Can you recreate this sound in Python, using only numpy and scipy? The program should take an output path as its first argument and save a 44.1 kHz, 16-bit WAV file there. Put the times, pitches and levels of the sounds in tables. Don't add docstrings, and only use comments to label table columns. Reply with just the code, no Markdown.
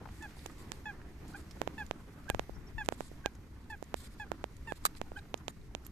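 import sys
import numpy as np
from scipy import signal
from scipy.io import wavfile

SR = 44100
rng = np.random.default_rng(int(sys.argv[2]) if len(sys.argv) > 2 else 0)


def volts_from_decibels(level):
    exponent = np.asarray(level, float) / 20
    return 10 ** exponent


def transcribe(u):
    v = np.clip(np.atleast_2d(u).T, -1, 1)
    q = np.round(v * 32767).astype(np.int16)
    wavfile.write(sys.argv[1], SR, q)


N = 260631

# f/Hz, left-right likeness (1 = same, -1 = opposite)
PORT_LIKENESS = [(30, 1), (60, 1), (120, 1), (240, 1), (470, 0.77), (940, 0.58), (1860, 0.3), (3700, -0.14),
                 (7350, 0.49), (14600, 0.66)]
# f/Hz, left over right level/dB
PORT_LEAN = [(60, 0), (150, -1.5), (370, -3), (940, 1), (2340, -3), (5850, -2), (14600, -2)]

# f/Hz, relative density level/dB per Hz
RUMBLE_SPECTRUM = [(10, 11), (20, -12.5), (40, -4), (65, 1), (112, -10.5), (200, -13), (300, -23),
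                   (400, -29)]
RUMBLE_DB, RUMBLE_START_DB, RUMBLE_START_S = -51, -37, 0.017
# t/s, level/dB
WASH_LEVEL = [(0, -52.5), (.2, -56.5), (.54, -54), (.8, -55), (1.3, -54.5), (1.7, -53.5), (2.2, -55),
              (2.5, -55.5), (2.9, -57.5), (3.26, -56.5), (3.5, -59), (4.5, -59.5), (5.1, -57.5),
              (5.91, -60)]
# f/Hz, relative density level/dB per Hz
WASH_SPECTRUM = [(120, 2.5), (200, -5), (255, 2), (311, -2), (536, -14), (575, -18), (661, -12.5),
                 (1540, -15), (3200, -32), (4160, -42), (7040, -120)]
# t/s, level/dB
HISS_LEVEL = [(0, -68), (.2, -63.5), (.72, -64), (1.05, -69), (1.35, -64.5), (1.76, -65), (2.15, -68.5),
              (2.42, -64.5), (2.62, -68.5), (2.95, -66.5), (3.14, -65.5), (3.45, -71), (3.9, -68),
              (4.13, -68), (4.3, -68.5), (4.89, -67), (5.3, -68.5), (5.91, -71.5)]
# f/Hz, relative density level/dB per Hz
HISS_SPECTRUM = [(1290, -17.5), (2200, -0.5), (2560, -9.5), (5160, -11), (6560, -12.5), (9100, -19.5),
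                 (13800, -17), (14800, -24)]
NOISE_TOP_HZ = 14650

# start t/s, length/s, level/dB
RUB_SLIDES = [(.11, 0.15, -68), (0.36, 0.12, -64), (0.487, 0.037, -65.5), (0.577, 0.056, -61),
              (0.712, 0.056, -67), (1.277, 0.049, -62.5), (1.356, 0.062, -61), (1.776, 0.038, -62.5),
              (2.843, 0.023, -60), (2.914, 0.039, -63), (2.973, 0.12, -63.5), (3.695, 0.027, -59.5),
              (3.96, 0.12, -58), (4.104, 0.046, -67), (4.178, 0.05, -68), (4.666, 0.075, -65),
              (4.752, 0.033, -61), (4.835, 0.045, -56.5), (4.958, 0.031, -60), (5.163, 0.039, -63),
              (5.856, 0.015, -71)]
# f/Hz, relative density level/dB per Hz
RUB_SPECTRUM = [(880, -32), (1500, 0), (2270, 7), (2720, -12), (3440, 5), (4440, 11), (5730, -27),
                (7250, 6), (14300, -6)]
# t/s, level/dB, left over right level/dB, colour f/Hz, decay of the crack t60/s (2 ms at least)
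TICK_EVENTS = [(.014, -41, 5, 570, 0.066), (.043, -50, 3, 1390, 0.017), (0.056, -37, 8, 1000, 0.03),
               (.074, -38, -6, 730, 0.0083), (0.088, -39.5, -1.5, 1580, 0.019),
               (0.224, -42, -6, 6840, 0.045), (0.3077, -49, -2.5, 3660, .017),
               (.369, -45, 2.5, 1010, 0.0081), (0.3918, -42.5, -3.5, 3700, 0.014),
               (.498, -39.5, -6, 1250, 0.031), (1.016, -43, -6, 1670, 0.013), (1.28, -44, -6, 7200, 0.028),
               (1.336, -48.5, -3, 4600, 0.016), (1.51, -41, -7, 5300, 0.035),
               (1.8646, -44.5, -21, 7000, 0.0034), (1.928, -58, 1.5, 4240, .013),
               (2.8664, -50, -17, 8300, .008), (3.351, -48, 2, 6450, 0.023),
               (3.841, -48, -18, 7040, 0.0057), (4.567, -50.5, -19, 7300, .014),
               (4.951, -49, -17, 4030, .012), (4.9697, -50.5, -22, 4120, 0.016),
               (5.1901, -56.5, -38, 3800, .012), (5.3754, -51, -22, 6500, 0.029),
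               (5.8487, -48, -10, 7200, 0.11), (5.866, -31, -11, 11800, 0.0022)]
FAINT_TICKS_PER_S, FAINT_TICK_DB = 1.2, -58
# start t/s, rms level/dB, rattle length/s
CLACK_EVENTS = [(4.8496, -31.5, 0.019), (5.482, -58.5, 0.03)]
# f/Hz, relative level/dB, t60/s
CASING_MODES = [(330, -21, 0.0076), (1070, -36, 0.016), (1250, 17.5, 0.011), (1540, 0.5, 0.0068),
                (2540, -32, 0.0048), (3960, 4, 0.014), (4600, 3, 0.0077), (6700, -29, .01),
                (7230, 10.5, 0.0082), (8800, 6, 0.006), (10800, -15, .005), (11600, 2, 0.0084),
                (12700, -9, 0.0057)]

# t of peak/s, peak level/dB
GUST_PEAKS = [(1.1, -67), (1.85, -57), (2.34, -55), (2.58, -45.5), (2.78, -43.5), (2.87, -57), (5.6, -51)]
BREEZE_DB, GUST_RISE_DB_PER_S, GUST_FALL_DB_PER_S = -60.5, 261, 250
# t/s, bump level/dB before the vent, width/s
EDDY_BUMPS = [(2.303, -28, 0.0023), (2.341, -28, .004), (2.356, -27, 0.0026), (2.401, -30.5, 0.0024),
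              (2.505, -41, 0.0024), (2.525, -32, 0.0035), (2.752, -29, 0.0032), (2.771, -28, 0.004)]

# f/Hz, right over left level/dB, lag of the right port/rad
BIRD_PORTS = [(810, -2, 0.82), (1710, 5.5, 0.12), (2400, 1, 1.26), (3500, 1.5, 1.6)]
# start t/s, length/s, start f/Hz, top f/Hz, end f/Hz, loudest level/dB
BIRD_CHIRPS = [(2.535, 0.036, 4600, 5900, 5600, -67), (2.667, 0.039, 5220, 5750, 3500, -62.5)]

# t/s, push level/dB without tip, contact time/ms, share of bounce, share of sharp tip
TAPS = [(0.46, -27.5, 0.068, 0.11, 0.56), (0.4623, -18, 0.0052, 0.36, 0.7), (0.7183, -33.5, 0.13, 1, 0.2),
        (0.7192, -19, 0.016, 0.09, 1.6), (1.6166, -15.5, 0.07, 0.17, 0.85),
        (1.6757, -17.5, 0.069, 0.4, 0.53), (1.9113, -15, 0.053, 0.25, 0.4),
        (2.2931, -24.5, 0.0077, 0.15, 0.55), (2.30066, -15.5, 0.032, 0.3, 2.56),
        (2.30075, -12.5, 0.016, 0.29, 0.6), (2.3474, -18, 0.074, 0.17, 0.74),
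        (2.395, -14.5, 0.058, 0.24, 0.74), (2.4953, -29, 0.19, 0.1, 0.09), (2.8612, -30, 0.014, 0.2, 0.6),
        (2.888, -11.5, 0.056, 0.24, 1.33), (2.924, -21, 0.09, 0.18, 0.76), (3.0071, -21.5, 0.1, 0.16, 0.86),
        (3.116, -35, 0.3, 0.1, 0.12), (3.26, -11.5, 0.042, 0.42, 0.59), (3.8266, -27, 0.15, 0.093, 1.06),
        (3.9425, -16.5, 0.071, 0.19, 1.05), (4.3176, -17.5, 0.09, 0.035, 0.69),
        (4.4416, -18.5, 0.068, 0.24, 0.62), (4.7223, -19.5, 0.084, 0.18, 0.49),
        (5.0153, -19, 0.064, 0.24, 0.78), (5.1187, -30.5, 0.11, 0.35, 0.2),
        (5.3425, -16, 0.043, 0.53, 0.38), (5.4819, -16.5, 0.027, 0.53, 0.2),
        (5.7501, -17, 0.027, 0.51, 0.17)]
# f/Hz, level over the push/dB, t60/s (3 ms at most)
PORT_MODES = [(3700, -27, 0.001), (7800, -14.5, 0.004)]
PORT_CUT_HZ = 12500

# start t/s, length/s, top f/Hz, level/dB, depth of overtone dip/dB, place of dip/share of length
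COOT_NOTES = [(0.221, 0.05, 894, -48.5, 2, 0.027), (0.854, 0.065, 877, -44, 3.5, 0.41),
              (1.345, 0.028, 832, -49, 7, 0.22), (1.778, 0.058, 894, -44, 3, 0.3),
              (2.289, 0.035, 855, -45.5, 1.5, 0.25), (2.779, 0.056, 901, -43, 5, 0.35),
              (3.25, 0.033, 845, -45.5, 13, 0.089), (3.698, 0.057, 904, -46, 9, 0.38),
              (4.196, 0.053, 876, -45, 4, 0.31), (4.671, 0.058, 930, -46.5, -1, 0.45),
              (5.169, 0.032, 847, -48.5, 7, 0.46)]
# start t/s, length/s, start f/Hz, end f/Hz, peak level/dB, overtone over it level/dB
VOICE_BREAKS = [(0.202, 0.021, 1800, 1715, -56, -24), (1.336, 0.017, 1447, 1513, -46.5, -30),
                (2.275, 0.019, 1520, 1630, -46, -32), (3.236, 0.019, 1436, 1686, -49.5, -32),
                (5.155, 0.019, 1500, 1553, -44.5, -12.5)]
# multiple of f, level over the note's/dB, fade/dB per s, share of the dip
NOTE_HARMONICS = [(1, -2, 66, 0.074), (2, -3, 2, 1.0), (3, -8, 100, 0.95), (4, -21.5, 60, 0.35),
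                  (5, -26, 160, .6), (6, -27, 162, .6), (8, -23.5, 162, 0.55)]
NOTE_ATTACK_S, NOTE_RELEASE_S, NOTE_FADE_DB = 0.0036, 0.018, 0.5
SCOOP_HZ, SCOOP_S, END_HZ, SAG_BEND = 31.8, 0.005, 782, 1.22
END_FOLLOWS = 0.18
DIP_WIDTH = 0.097
THROAT_HZ, THROAT_WIDTH_HZ, THROAT_DB = 3430, 86, 9


def rms_one(x):
    return x / np.sqrt(np.mean(x ** 2) + 1e-20)


def in_time(rows, t):
    s, *columns = np.transpose(rows)
    return [np.interp(t, s, column) for column in columns]


def at_hz(points, hz, axis=1):
    points = np.array(points)
    return np.interp(np.log(hz), np.log(points[:, 0]), points[:, axis])


def drift(rate):
    pole = np.exp(-80 * np.pi * rate / SR)
    white = rng.standard_normal(N // 40 + 2002)
    slow = signal.lfilter([1], [1, -2 * pole, pole * pole], white)[2000:]
    return np.interp(np.arange(N) / 40, np.arange(len(slow)), rms_one(slow))


def ring(x, hz, t60):
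    radius, turn = volts_from_decibels(-60 / (t60 * SR)), 2 * np.pi * min(hz, .45 * SR) / SR
    return signal.lfilter([0, np.sin(turn)], [1, -2 * radius * np.cos(turn), radius ** 2], x + 1e-18)


def add(out, s, piece):
    i = max(int(s * SR), 0)
    out[..., i:i + piece.shape[-1]] += piece[..., :N - i]


def left_right(left_db, right_db):
    return volts_from_decibels(np.array([[left_db], [right_db]]))


def banded_noise(spectrum, patchy_db, grain_db):
    low, top = spectrum[0][0], min(spectrum[-1][0], .45 * SR)
    edges = np.geomspace(low, top, int(3 * np.log2(top / low)))
    out, together, white = 0, drift(23.5), rng.standard_normal((2, 2, N))
    for k, (a, b) in enumerate(zip(edges, edges[1:])):
        band = signal.butter(2, [a, b], "band", fs=SR, output="sos")
        mid, side = signal.sosfilt(band, white[k % 2])
        hz = np.sqrt(a * b)
        alike = np.clip(at_hz(PORT_LIKENESS, hz), -.99, .99)
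        gain = volts_from_decibels(at_hz(spectrum, hz) + patchy_db * drift(5.2) + grain_db * together)
        lean_db = at_hz(PORT_LEAN, hz)
        stereo = np.sqrt(1 + alike) * mid + np.sqrt(1 - alike) * side * [[1], [-1]]
        out = out + gain * left_right(lean_db / 2, -lean_db / 2) * stereo
    return rms_one(out)


def partial(hz, db, turn):
    phase = 2 * np.pi * (np.cumsum(hz) / SR + turn)
    right = volts_from_decibels(at_hz(BIRD_PORTS, hz)) * np.sin(phase - at_hz(BIRD_PORTS, hz, axis=2))
    return np.sqrt(2) * volts_from_decibels(db) * np.array([np.sin(phase), right])


def rumble(t):
    level = volts_from_decibels(RUMBLE_DB) + volts_from_decibels(RUMBLE_START_DB) * np.exp(-t / RUMBLE_START_S)
    return level * banded_noise(RUMBLE_SPECTRUM, patchy_db=1.7, grain_db=-1.4)


def wash(t):
    return volts_from_decibels(in_time(WASH_LEVEL, t)[0]) * banded_noise(WASH_SPECTRUM, patchy_db=2.0, grain_db=2.5)


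def rustle(t):
    return volts_from_decibels(in_time(HISS_LEVEL, t)[0]) * banded_noise(HISS_SPECTRUM, patchy_db=.8, grain_db=.8)


def songbird():
    out = np.zeros((2, N))
    for (s, length, start_hz, top_hz, end_hz, db), top_at in zip(BIRD_CHIRPS, (.75, .28)):
        t = np.arange(0, length, 1 / SR)
        arch = [(0, start_hz, db - 9), (top_at * length, top_hz, db), (length, end_hz, db - 24)]
        add(out, s, partial(*in_time(arch, t), rng.random()))
    return out


def buffet(t):
    band = signal.butter(2, [15, 120], "band", fs=SR, output="sos")
    low = rms_one(signal.sosfilt(band, rng.standard_normal(N)))
    push = volts_from_decibels(BREEZE_DB)
    for s, db in GUST_PEAKS:
        below_peak_db = np.where(t < s, GUST_RISE_DB_PER_S * (s - t), GUST_FALL_DB_PER_S * (t - s))
        push = push + volts_from_decibels(db - below_peak_db)
    return push * volts_from_decibels(0.32 * drift(38)) * low * left_right(0, -17)


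def eddies(t):
    bumps = sum(volts_from_decibels(db) * np.exp(-((t - s) / width) ** 2) for s, db, width in EDDY_BUMPS)
    return signal.lfilter(*signal.butter(1, 22, "high", fs=SR), bumps) * left_right(0, -12)


def rubs(t):
    slide = 0
    for s, length, db in RUB_SLIDES:
        to_edge = np.minimum(t - s, s + length - t)
        slide = slide + volts_from_decibels(db) * np.clip(to_edge / 0.0067, 0, 1)
    return slide * banded_noise(RUB_SPECTRUM, patchy_db=1.5, grain_db=1.2)


def faint_ticks():
    wait, level, pan, pitch, detune = rng.random((60, 5)).T
    s = np.cumsum(-np.log(1 - wait)) / FAINT_TICKS_PER_S
    db = FAINT_TICK_DB + 6 * (level - .5)
    hz = np.where(pitch < .5, 4000, 7000) * (.9 + .2 * detune)
    rows = np.c_[s, db, -18 * pan, hz, np.full(60, .011)]
    return rows[s < N / SR].tolist()


def ticks():
    out, t = np.zeros((2, N)), np.arange(1500) / SR
    for s, db, pan_db, hz, t60 in TICK_EVENTS + faint_ticks():
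        crack = rng.standard_normal(len(t)) * volts_from_decibels(-60 * t / max(t60, .002))
        broad, rings = ring(crack, hz, 3.9 / hz), ring(crack, hz, 0.012)
        sound = .5 * broad / abs(broad).max() + 0.25 * rings / abs(rings).max()
        add(out, s, left_right(db + pan_db / 2, db - pan_db / 2) * sound)
    return out


def clacks():
    out, ms = np.zeros((2, N)), np.arange(int(.08 * SR)) / SR * 1e3
    for s, db, length in CLACK_EVENTS:
        swell = np.sin(np.pi * np.clip(ms / (length * 1e3), 0, 1) ** 1.3)
        rattle = swell * (rng.random(len(ms)) < .4)
        around_blow = np.exp(-abs(ms - 3.2) / np.where(ms < 3.2, .5, .6))
        hits = rng.standard_normal(len(ms)) * (around_blow + 1.03 * rattle)
        hits[int(3.2e-3 * SR)] = -15
        casing = 0
        for hz, mode_db, t60 in CASING_MODES:
            port_db = mode_db + rng.normal(0, 0.99, (2, 1)) + [[hz / 1400], [0]]
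            casing = casing + volts_from_decibels(port_db) * ring(hits, hz, t60)
        scrape = rng.standard_normal((2, len(ms))) * np.clip(abs(hits), 0, 1.5)
        sound = rms_one(casing) + volts_from_decibels(-7.0) * rms_one(scrape)
        sound = signal.lfilter(*signal.butter(2, 850, "high", fs=SR), sound)
        sound[1] = volts_from_decibels(4) * np.roll(sound[1], 20)
        add(out, s, volts_from_decibels(db) * rms_one(sound))
    return out


def dent(ms, contact_ms, tip):
    pulse = 1 / np.cosh(ms / np.where(ms < 0, 1.55 * contact_ms, contact_ms))
    return -pulse - tip * np.exp(-(ms / 0.011) ** 2)


def pops():
    push, t = np.zeros(N), np.arange(-90, 90) / SR * 1e3
    for s, db, contact_ms, bounce, tip in TAPS:
        late = (s * SR % 1) / SR * 1e3
        first = dent(t - late, contact_ms, tip)
        second = dent(t - late - .306, contact_ms, tip)
        add(push, s + t[0] / 1e3, volts_from_decibels(db) * (first + bounce * second))
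    ms = np.arange(200) / SR * 1e3
    swing = np.sin(np.pi * np.clip((ms - .18) / 0.94, 0, 1)) ** 0.54
    undershoot = np.clip(ms - 1.05, 0, 9) * np.exp(-ms / 0.083)
    back = 1.78 * swing / swing.sum() - 0.13 * undershoot / undershoot.sum()
    push = signal.lfilter(*signal.butter(2, PORT_CUT_HZ, fs=SR), push)
    out = push - np.convolve(push, back)[:N]
    out = out + sum(volts_from_decibels(db) * ring(push, hz, min(t60, .003)) for hz, db, t60 in PORT_MODES)
    return out * left_right(-40, 0)


def bank_echoes(x):
    echoes = np.zeros((2, int(.05 * SR)))
    delays = (rng.uniform(.006, .05, 10) * SR).astype(int) - 1
    echoes[:, delays] = volts_from_decibels(-41) * rng.standard_normal((2, 10))
    return signal.fftconvolve(x, echoes, axes=1)[:, :N]


def coot():
    out, waver, shimmer = np.zeros((2, N)), drift(120), drift(82)
    for s, length, top_hz, db, dip_db, dip_at in COOT_NOTES:
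        age = np.arange(0, length, 1 / SR)
        at, u = ((s + age) * SR).astype(int), age / length
        fall_hz = top_hz - END_HZ - END_FOLLOWS * (top_hz - 860)
        hz = top_hz - fall_hz * u ** SAG_BEND - SCOOP_HZ * np.exp(-age / SCOOP_S)
        hz = hz * (1 + .0045 * waver[at])
        attack = np.clip(age / NOTE_ATTACK_S, 0, 1) ** 2
        release = np.clip((length - age) / NOTE_RELEASE_S, 0, 1) ** 0.64
        dip = dip_db * np.exp(-((u - dip_at) / DIP_WIDTH) ** 2)
        note = 0
        for k, rel_db, fade, share in NOTE_HARMONICS:
            throat = THROAT_DB / (1 + ((k * hz - THROAT_HZ) / THROAT_WIDTH_HZ) ** 2)
            level = db - NOTE_FADE_DB * u + rel_db - fade * age - share * dip + throat
            level = level + 2.03 * shimmer[at - 300 * k]
            note = note + partial(k * hz, level, 0.19)
        add(out, s, attack * release * note)
    for s, length, start_hz, end_hz, db, over_db in VOICE_BREAKS:
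        u = np.linspace(0, 1, int(length * SR))
        hz = start_hz + (end_hz - start_hz) * u
        tone = partial(hz, db, 0.16) + partial(2 * hz, db + over_db, 0.097)
        add(out, s, np.sin(np.pi * u ** 2.15) * tone)
    return out + bank_echoes(out)


def scene():
    t = np.arange(N) / SR
    noises = rumble(t) + wash(t) + rustle(t) + rubs(t) + ticks() + clacks()
    low_pass = signal.cheby2(16, 50, NOISE_TOP_HZ, fs=SR, output="sos")
    out = signal.sosfilt(low_pass, noises)
    return out + songbird() + buffet(t) + eddies(t) + pops() + coot()


def top_cut(x):
    return signal.sosfilt(signal.butter(12, 15210, fs=SR, output="sos"), x)


def record(dry):
    return top_cut(dry)


dry = scene()
out = record(dry)
transcribe(out)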